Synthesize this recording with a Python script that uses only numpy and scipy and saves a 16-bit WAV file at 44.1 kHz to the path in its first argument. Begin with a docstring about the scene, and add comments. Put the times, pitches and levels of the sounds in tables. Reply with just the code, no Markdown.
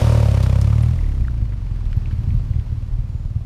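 """Big twin motorcycle passing

A big twin-cylinder motorcycle passes a few metres away and rides off. Under throttle each firing thumps
the silencer, barks in the tailpipe and rasps with gas. Then the throttle shuts and the engine sinks to a
lumpy idle of piston puffs, burbles and rumble. Tyre hiss fades as the bike coasts away, with a few
clicks of gearbox and grit, over faint road air and one thin, birdlike whistle."""
import sys
import numpy as np
from scipy import signal
from scipy.fft import rfft, irfft
from scipy.io import wavfile
from scipy.ndimage import uniform_filter1d

SR = 44100
rng = np.random.default_rng(int(sys.argv[2]) if len(sys.argv) > 2 else 0)


def digitize_waveform(pressure):
    """Quantize a signal to 16-bit integers and store it at the path in sys.argv[1].

    Rows of a 2-D input are taken as channels; values are limited to [-1, 1].
    """
    field = np.atleast_2d(pressure).T
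    bounded = np.clip(field, -1, 1)
    quanta = np.round(bounded * 32767).astype(np.int16)
    wavfile.write(sys.argv[1], SR, quanta)


N = 152145

# crank speed, one firing a turn (time [s], speed [turns/s])
CRANK_SPEED = [(0.0, 38.41), (0.16, 37.73), (0.44, 31.97), (0.52, 32.65), (0.72, 36.48), (0.96, 41.73),
               (1.1, 34.45), (1.4, 26.9), (1.65, 22.09), (1.9, 18.59), (2.6, 18.62), (3.45, 19.01)]
# weight of the firing thumps (time [s], relative level [dB])
THUMP_LEVEL = [(0, -5.5), (.35, -5.5), (.65, -5.5), (.9, -7.5), (.95, -11), (1.0, -22), (1.3, -17.5),
               (1.6, -20.5), (1.85, -17), (2.1, -13), (2.6, -22.5), (3.45, -18)]
# bite of the exhaust (time [s], relative bark level [dB], relative rasp level [dB])
THROTTLE_LEVELS = [(0, 5, -1.5), (.2, 4.5, -5), (.45, -0.5, -2), (.68, -7.5, -9), (.88, -20, -10.5),
                   (.97, -20, -16.5), (1.2, -23.5, -20.5), (2.2, -30, -23), (3.45, -25, -27.5)]
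# body of the silencer (frequency [Hz], relative level [dB])
SILENCER_COLOUR = [(12, -14), (36, -10), (62, 2), (85, 1), (115, 4.5), (132, -2.5), (158, -11),
                   (190, -15.5), (228, -17.5), (270, -34.5), (400, -38.5), (900, -82.5)]
# tailpipe resonances (frequency [Hz], width [Hz], relative level [dB])
TAILPIPE_MODES = [(500, 85, 2), (590, 71, 4), (768, 35, -15), (933, 26.5, -12)]
# rasp of escaping gas (frequency [Hz], relative level [dB])
RASP_COLOUR = [(150, -23.5), (400, -0.5), (750, -7), (1150, 2), (1600, -10), (2300, -5), (3500, -12.5),
               (6000, -18), (10000, -23), (15000, -37)]
# push of the gas pumped by the pistons (time [s], relative level [dB])
PUFF_LEVEL = [(0, -19), (.85, -14), (.97, 1), (1.05, 3.5), (1.35, 2.5), (1.55, -3), (1.8, -4), (2.0, -3),
              (2.4, -4), (2.7, -8), (3.45, -9)]
# tone of one soft puff (frequency [Hz], relative level [dB])
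PUFF_COLOUR = [(10, -25), (25, -3.5), (40, 9.5), (70, -5.5), (108, -6.5), (160, -24.5), (220, -21.5),
               (320, -29), (900, -77.5)]
# rumble around the engine (time [s], level [dB])
RUMBLE_LEVEL = [(0, -48), (1.0, -42), (1.4, -33), (1.7, -33), (2.0, -28), (2.35, -22), (2.6, -29),
                (3.45, -31)]
# tone of that rumble (frequency [Hz], relative level [dB])
RUMBLE_COLOUR = [(12, -1.5), (35, 3.5), (110, 7), (150, -3), (220, -12), (330, -30), (900, -61.5)]
# tyre and engine hiss (time [s], level [dB])
HISS_LEVEL = [(0, -26), (.22, -31.5), (.45, -36), (.8, -40), (1.1, -45), (1.5, -52.5), (2.1, -51),
              (2.6, -51.5), (3.45, -53)]
# tone of that hiss (frequency [Hz], relative level [dB])
HISS_COLOUR = [(80, 6.5), (300, 6), (700, 0), (950, -2.5), (1500, -8.5), (3000, -13), (5500, -16.5),
               (8000, -23), (9800, -23), (12000, -29), (15000, -30)]
# wash of the distant road (time [s], level [dB])
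ROAD_LEVEL = [(0, -54.5), (1.5, -47), (2.1, -44), (2.6, -46.5), (3.45, -53)]
# tone of that wash (frequency [Hz], relative level [dB])
ROAD_COLOUR = [(80, 16), (250, 11), (500, 0.5), (1000, -0.5), (1700, -5.5), (2600, -7), (3600, -12.5),
               (4300, -10.5), (6000, -18.5), (9500, -28), (15000, -36)]
# small clicks (time [s], peak level [dB], centre [Hz], width [Hz], rattle decay [s])
CLICKS = [(0.35, -25, 2160, 3960, 0.0017), (0.428, -25.5, 3320, 6600, 0.02),
          (.463, -20.5, 1170, 900, 0.0013), (.614, -23, 5100, 6500, 0.0083),
          (.726, -27.5, 1110, 700, 0.011), (.826, -38, 9400, 3000, 0.0062), (0.989, -34, 1950, 300, 0.0034),
          (1.042, -37, 1900, 500, 0.0024), (1.068, -43, 1970, 500, 0.0023), (1.096, -42, 1960, 500, 0.0036),
          (1.121, -39, 1700, 900, .004), (1.249, -37.5, 1780, 700, 0.003),
          (1.282, -26.5, 1460, 800, 0.0016), (1.523, -38, 1490, 1500, 0.011),
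          (1.855, -42, 3750, 2500, .001), (1.93, -29.5, 1690, 2340, 0.0022),
          (1.969, -43, 12800, 4000, 0.005), (2.058, -33, 2390, 1100, .0015),
          (2.111, -35.5, 1300, 2500, 0.0099), (2.306, -36, 2160, 1300, 0.0021),
          (2.536, -40, 2000, 1210, 0.00096), (2.598, -38.5, 2000, 2500, 0.0036),
          (2.683, -47, 2500, 2500, .001)]
# uneven firings, throttle shut (time [s], relative thump level [dB], relative boom level [dB])
BURBLES = [(1.215, -15, -53), (1.421, -12.5, -35), (1.858, -23, -14.5), (1.913, -40, -15.5),
           (1.969, -14.5, -34), (2.132, -15.5, -19), (2.185, -19, -32), (2.275, -13.5, -30),
           (2.317, -21, -42), (2.344, -14.5, -14), (2.368, -15.5, -14.5), (2.415, -35, -43),
           (2.44, -44, -32), (2.503, -19, -22), (2.557, -16.5, -42), (2.585, -16.5, -29),
           (2.722, -16.5, -25), (2.908, -36, -12.5), (2.934, -27, -14.5), (2.986, -20, -13.5),
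           (3.148, -17.5, -37), (3.251, -36, -16.5), (3.359, -16, -47)]

THUMP_DB, BARK_DB, RASP_DB, PUFF_DB, BURBLE_DB, BOOM_DB = -1, -25.5, -30, -18, 4, -1  # mix trims
START_TURN = .27  # crank position at the start
OPEN_SCATTER_DB, IDLE_SCATTER_DB, THROTTLE_SHUT_S = .2, 2, .95  # thumps turn lumpy at idle
GAS_LEAD_S, GAS_DECAY_S, GAS_SCATTER_DB = .004, .0033, 1
BARK_ROUGHNESS, CLICK_ROUGHNESS = .06, .12
WEAK_PUFF_DB, PUFF_LAG_TURNS, PUFF_DELAY_S, PUFF_SCATTER_DB = -8, .52, .005, 1
BOOM_HZ, BOOM_WIDTH_HZ = 37.3, 28.4
BIRD_START_S, BIRD_LENGTH_S, BIRD_HZ, BIRD_WAVER_HZ, BIRD_DB = 3.07, .27, 7000, 90, -69
LOW_CUT_HZ, HIGH_CUT_HZ = 10, 15250


def undb(db):
    """Decibels to gain."""
    return 10 ** (np.asarray(db) / 20)


def at(rows, times, column=1):
    """A table column at the given moments, ramping between rows."""
    rows = np.array(rows)
    return np.interp(times, rows[:, 0], rows[:, column])


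def curve(rows, column=1):
    """A table column as an envelope over the whole scene."""
    return at(rows, np.arange(N) / SR, column)


def ring(colour):
    """Minimum-phase impulse response with the given colour, peak 1."""
    size = 32768
    hz, db = np.array(colour).T
    bin_hz = np.maximum(np.arange(size // 2 + 1) * SR / size, 1)
    gain = undb(np.interp(np.log(bin_hz), np.log(hz), db))
    cepstrum = irfft(np.log(gain))
    cepstrum[1:size // 2] *= 2  # fold so that all ringing follows the hit
    cepstrum[size // 2 + 1:] = 0
    response = irfft(np.exp(rfft(cepstrum)))[:size // 2]
    return response / np.abs(response).max()


def mode(hz, width_hz):
    """Impulse response of one resonance."""
    t = np.arange(SR // 4) / SR
    return np.exp(-np.pi * width_hz * t) * np.sin(2 * np.pi * hz * t)


def swell(decay_s):
    """Envelope that rises softly to 1 and dies away."""
    age = np.arange(SR // 10) / SR / decay_s
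    return age * np.exp(1 - age)


def through(sound, response):
    """A sound played through an impulse response."""
    return signal.fftconvolve(sound, response)[:N]


def noise(colour):
    """Coloured noise of rms 1."""
    wash = through(rng.standard_normal(N), ring(colour))
    return wash / wash.std()


def pulses(times, sizes):
    """One impulse at each time."""
    return np.bincount(np.clip(times * SR, 0, N).astype(int), sizes, N + 1)[:N]


def turn_times(lag):
    """Moments at which the crank passes a given share of its turn."""
    turns = START_TURN + np.cumsum(curve(CRANK_SPEED)) / SR
    passes = np.arange(1, int(turns[-1] - lag) + 1) + lag
    return np.interp(passes, turns, np.arange(N) / SR)


def firings():
    """Each firing thumps the silencer, rings the tailpipe and lets out a rasping burst of gas."""
    times = turn_times(0)
    thump_luck, gas_luck = rng.standard_normal((len(times), 2)).T
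    scatter_db = np.where(times < THROTTLE_SHUT_S, OPEN_SCATTER_DB, IDLE_SCATTER_DB)
    weights = undb(at(THUMP_LEVEL, times) + scatter_db * thump_luck)
    thump = -through(pulses(times, weights), ring(SILENCER_COLOUR))
    kicks = pulses(times - GAS_LEAD_S, undb(GAS_SCATTER_DB * gas_luck))
    bursts = through(kicks, swell(GAS_DECAY_S))
    grain = bursts * rng.standard_normal(N) / np.sqrt(GAS_DECAY_S * SR / 2)
    tailpipe = sum((-1) ** k * undb(db) * mode(hz, width)
                   for k, (hz, width, db) in enumerate(TAILPIPE_MODES))
    bark = through(kicks + BARK_ROUGHNESS * grain, tailpipe)
    rasp = bursts * noise(RASP_COLOUR)
    return (undb(THUMP_DB) * thump
            + undb(BARK_DB + curve(THROTTLE_LEVELS)) * bark
            + undb(RASP_DB + curve(THROTTLE_LEVELS, column=2)) * rasp)


def piston_puffs():
    """The pistons push out two soft puffs of gas a turn, one weak and one strong."""
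    pushes = np.zeros(N)
    for lag, accent_db in ((0, WEAK_PUFF_DB), (PUFF_LAG_TURNS, 0)):
        times = turn_times(lag) + PUFF_DELAY_S
        scatter_db = PUFF_SCATTER_DB * rng.standard_normal(len(times))
        pushes += pulses(times, undb(accent_db + at(PUFF_LEVEL, times) + scatter_db))
    return undb(PUFF_DB) * through(pushes, ring(PUFF_COLOUR))


def engine_rumble():
    """A low bed of noise swells around the engine as it idles."""
    return undb(curve(RUMBLE_LEVEL)) * noise(RUMBLE_COLOUR)


def tyres_and_road():
    """Tyre and engine hiss fades with distance into the wash of the road."""
    hiss = undb(curve(HISS_LEVEL)) * noise(HISS_COLOUR)
    road = undb(curve(ROAD_LEVEL)) * noise(ROAD_COLOUR)
    return hiss + road


def clicks():
    """A knock and a short rattle ring one broad resonance: probably gearbox, frame and grit."""
    track, t = np.zeros(N), np.arange(SR // 10) / SR
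    for start, db, hz, width, decay in CLICKS:
        knock = t == 0
        rattle = CLICK_ROUGHNESS * rng.standard_normal(len(t)) * np.exp(-t / decay)
        body = through(np.diff(mode(hz, width / 2)), np.diff(mode(hz, width)))
        click = through(knock + rattle, body)[:len(t)]
        first = int(start * SR)
        track[first:first + len(t)] += undb(db) * click / np.abs(click).max()
    return track


def burbles():
    """Heavy firings on the overrun thump the silencer and wake its deepest resonance."""
    times, thump_db, boom_db = np.array(BURBLES).T
    t = np.arange(SR // 10) / SR
    deep_ring = swell(1 / (np.pi * BOOM_WIDTH_HZ)) * np.sin(2 * np.pi * BOOM_HZ * t)
    boom = through(pulses(times + PUFF_DELAY_S, undb(BOOM_DB + boom_db)), deep_ring)
    thump = -through(pulses(times, undb(BURBLE_DB + thump_db)), ring(SILENCER_COLOUR))
    return boom + thump


def bird():
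    """One faint, wavering whistle, probably a bird in the trees."""
    waver = uniform_filter1d(rng.standard_normal(N), size=200)
    pitch_hz = BIRD_HZ + BIRD_WAVER_HZ * waver / waver.std()
    progress = np.clip((np.arange(N) / SR - BIRD_START_S) / BIRD_LENGTH_S, 0, 1)
    arch = np.sin(np.pi * progress)
    return undb(BIRD_DB) * arch * np.sin(2 * np.pi * np.cumsum(pitch_hz) / SR)


def scene():
    """The motorcycle, the road and the bird, mixed to mono."""
    engine = engine_rumble() + firings() + piston_puffs() + burbles()
    return (engine + clicks() + tyres_and_road() + bird())[None]


def record(dry):
    """A gentle low cut blocks steady pressure; a steep high cut trims the very top."""
    low_cut = signal.butter(1, LOW_CUT_HZ, "highpass", fs=SR, output="sos")
    high_cut = signal.ellip(10, .2, 80, HIGH_CUT_HZ, fs=SR, output="sos")
    return signal.sosfilt(high_cut, signal.sosfilt(low_cut, dry))


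dry = scene()
out = record(dry)
digitize_waveform(out)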